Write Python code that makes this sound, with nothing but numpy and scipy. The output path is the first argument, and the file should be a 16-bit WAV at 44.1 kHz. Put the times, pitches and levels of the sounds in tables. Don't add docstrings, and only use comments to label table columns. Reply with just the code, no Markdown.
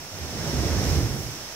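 import sys
import numpy as np
from scipy import signal
from scipy.fft import rfft, irfft, next_fast_len
from scipy.io import wavfile

SR = 44100
rng = np.random.default_rng(int(sys.argv[2]) if len(sys.argv) > 2 else 0)


def voltage_ratio(level):
    return 10 ** (np.asarray(level, float) / 20)


def dump_mix(stems):
    frames = np.atleast_2d(stems).T
    limited = np.clip(frames, -1, 1)
    pcm = np.round(limited * 32767).astype(np.int16)
    wavfile.write(sys.argv[1], SR, pcm)


N = 68355
SIZE = next_fast_len(N + 4096)
HZ = np.maximum(np.arange(SIZE // 2 + 1) * SR / SIZE, 1)


def rms_one(x):
    return x / np.sqrt(np.mean(x ** 2) + 1e-20)


def in_time(rows):
    return np.interp(np.arange(N) / SR, *np.transpose(rows))


def at_hz(points):
    hz, value = np.transpose(points)
    return np.interp(np.log(HZ), np.log(hz), value)


def drift(rate_hz):
    hop = 40
    pole = np.exp(-2 * np.pi * rate_hz * hop / SR)
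    noise = rng.standard_normal(N // hop + 2002)
    slow = signal.lfilter([1], [1, -2 * pole, pole * pole], noise)[2000:]
    return np.interp(np.arange(N) / hop, np.arange(len(slow)), rms_one(slow))


def wash(spectrum, patchy_db):
    # f/Hz, likeness/0-1
    likeness = [(60, .98), (250, .96), (500, .88), (800, .76), (1200, .55), (2600, .25), (5500, .3),
                (8000, .04)]
    alike = np.clip(at_hz(likeness), 0, 1)
    shared, apart = rfft(rng.standard_normal((2, SIZE))) * voltage_ratio(at_hz(spectrum))
    side = np.sqrt(1 - alike) * apart
    pair = np.sqrt(1 + alike) * shared + side * [[1], [-1]]
    return rms_one(irfft(pair, SIZE)[:, :N]) * voltage_ratio(patchy_db * drift(7.3))


def follow(curve_db, peak_db, slope):
    return voltage_ratio(peak_db + slope * (curve_db - curve_db.max()))


def surf():
    # f/Hz, density/(dB per Hz)
    surf_spectrum = [(30, -39), (60, -1), (150, -8.5), (600, -2), (1000, -6.5), (2500, -8.5), (7000, -12),
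                     (16000, -11)]
    return voltage_ratio(-41.5) * wash(surf_spectrum, patchy_db=0.67)


def mist():
    # f/Hz, density/(dB per Hz)
    mist_spectrum = [(4000, -13), (8000, -3), (11000, 1), (16000, 1)]
    # t/s, level/dB, length/s
    gusts = [
        (.93, -41, 0.087),
        (1.21, -41, 0.093),
    ]
    t = np.arange(N) / SR
    gain = sum(voltage_ratio(db) * np.exp(-.5 * ((t - t_s) / length_s) ** 2) for t_s, db, length_s in gusts)
    return gain * wash(mist_spectrum, patchy_db=0.3)


def spray():
    # t/s, level/dB
    plume_curve = [(0, -46.5), (.2, -40.5), (.39, -38), (.556, -36), (.75, -35.5), (.95, -35), (1.1, -39),
                   (1.35, -40), (1.55, -41)]
    # f/Hz, density/(dB per Hz)
    spray_spectrum = [(700, -15), (1300, -6.5), (2000, -3.5), (4000, -2.5), (7000, -5), (10000, -8),
                      (16000, -10)]
    gain = follow(in_time(plume_curve), peak_db=-38, slope=1.7)
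    return gain * wash(spray_spectrum, patchy_db=-0.25)


def churn():
    # t/s, level/dB
    churn_curve = [(0, -58), (.2, -51.5), (.35, -44), (.5, -40), (.65, -39.5), (.82, -39), (.95, -41),
                   (1.1, -46), (1.3, -53), (1.55, -60)]
    # f/Hz, density/(dB per Hz)
    foam_spectrum = [(250, -11.5), (500, 0.5), (800, -1.5), (1100, -9.5), (1900, -6.5), (3000, -18.5),
                     (5000, -20)]
    return voltage_ratio(in_time(churn_curve)) * wash(foam_spectrum, patchy_db=0.6)


def roar(surge_db):
    # f/Hz, density/(dB per Hz)
    roar_spectrum = [(45, -30), (130, 3), (200, -3), (300, -3), (390, -6), (500, -12.5), (1000, -22),
                     (3000, -41)]
    gain = follow(surge_db, peak_db=surge_db.max() + 0.13, slope=1.213)
    return gain * wash(roar_spectrum, patchy_db=0.64)


def boom(surge_db):
    # f/Hz, density/(dB per Hz)
    boom_spectrum = [(25, -25), (45, -5), (56, -3), (80, 0.5), (120, -6), (150, -2.5), (200, -24),
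                     (300, -31.5)]
    gain = follow(surge_db, peak_db=surge_db.max() - 6.5, slope=0.89)
    return gain * wash(boom_spectrum, patchy_db=-0.8)


def thumps():
    # t/s, peak level/dB, f/Hz, length/s
    pockets = [(0.147, -38.5, 96, 0.02), (0.23, -32.5, 80, 0.021), (.283, -43, 151, 0.013),
               (.34, -33.5, 115, 0.01), (0.419, -34, 92.2, 0.016), (0.502, -31.5, 90, 0.019),
               (.533, -37, 150, 0.0069), (.597, -27.5, 114, 0.018), (0.612, -25.5, 68, 0.036),
               (0.66, -25.5, 101, 0.012), (.706, -26.5, 83.3, 0.026), (.752, -25, 65, .018),
               (0.788, -23, 94.5, 0.025), (0.794, -29, 128.4, 0.018), (0.863, -31, 71, .02),
               (0.916, -23, 86, .02), (.984, -17.5, 80, .018), (1.037, -29, 61.5, 0.035),
               (1.046, -24, 111, 0.024), (1.112, -28, 62, 0.014), (1.132, -30, 100, 0.012),
               (1.158, -32, 139, .022), (1.207, -32.5, 93, .02), (1.274, -36.5, 119, 0.02),
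               (0.373, -39, 65, 0.024), (0.548, -32, 68, 0.022), (0.901, -28, 58, .02),
               (1.251, -36, 62, 0.014), (1.452, -54, 63, .06)]
    t_s, db, hz, length_s = np.transpose(pockets)[:, :, None]
    phase = rng.random((len(pockets), 1)) * 2 * np.pi
    t = np.arange(N) / SR - t_s
    swell = voltage_ratio(db) * np.exp(-.5 * (t / length_s) ** 2)
    pulse = np.sin(2 * np.pi * hz * t * (1 - .4 * t) + phase)
    return np.sum(swell * pulse, axis=0)


def scene():
    # t/s, level/dB
    surge_curve = [(0, -46.5), (.09, -48.5), (.22, -39.5), (.38, -36), (.5, -31.5), (.62, -31.5), (.8, -30),
                   (.98, -30), (1.07, -32.5), (1.16, -34), (1.27, -39.5), (1.36, -43), (1.55, -55.5)]
    surge_db = in_time(surge_curve)
    background = surf() + mist() + spray()
    return background + churn() + roar(surge_db) + boom(surge_db) + thumps()


def port(colour, peaks):
    db = at_hz(colour)
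    for hz, width_hz, top_db in peaks:
        db = db + top_db / (1 + (2 * (HZ - hz) / width_hz) ** 2)
    return voltage_ratio(db)


def top_cut(x):
    return signal.sosfilt(signal.butter(12, 17070, fs=SR, output="sos"), x)


def record(dry):
    # f/Hz, gain/dB
    left_colour = [(60, -2.5), (300, 0.4), (1000, 0), (3000, 0.6), (8000, 0.5), (10000, -4), (13000, -4),
                   (15800, -25)]
    right_colour = [(60, 4), (300, 2.35), (1000, 5), (3000, 3.4), (8000, -1.5), (10000, -10.5), (13000, -5),
                    (15800, 0.5)]
    # f/Hz, width/Hz, gain/dB
    left_peaks = [(5300, 2000, 6.5), (11390, 990, 8)]
    right_peaks = [(5465, 950, 12), (6290, 1400, 7.5)]
    # f/Hz, phase/rad
    left_lead = [(60, .6), (170, .5), (400, .2), (700, -.05), (1200, .6), (2000, .7), (3500, 2.5),
                 (6000, 3)]
    top_cut_hz, dc_offset = 15740, -.0011
    half_lead = np.exp(.5j * at_hz(left_lead))
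    left = port(left_colour, left_peaks) * half_lead
    right = port(right_colour, right_peaks) / half_lead
    response = np.array([left, right]) * (HZ < top_cut_hz)
    heard = irfft(rfft(dry, SIZE) * response, SIZE)[:, :N] + dc_offset
    return top_cut(heard)


dry = scene()
out = record(dry)
dump_mix(out)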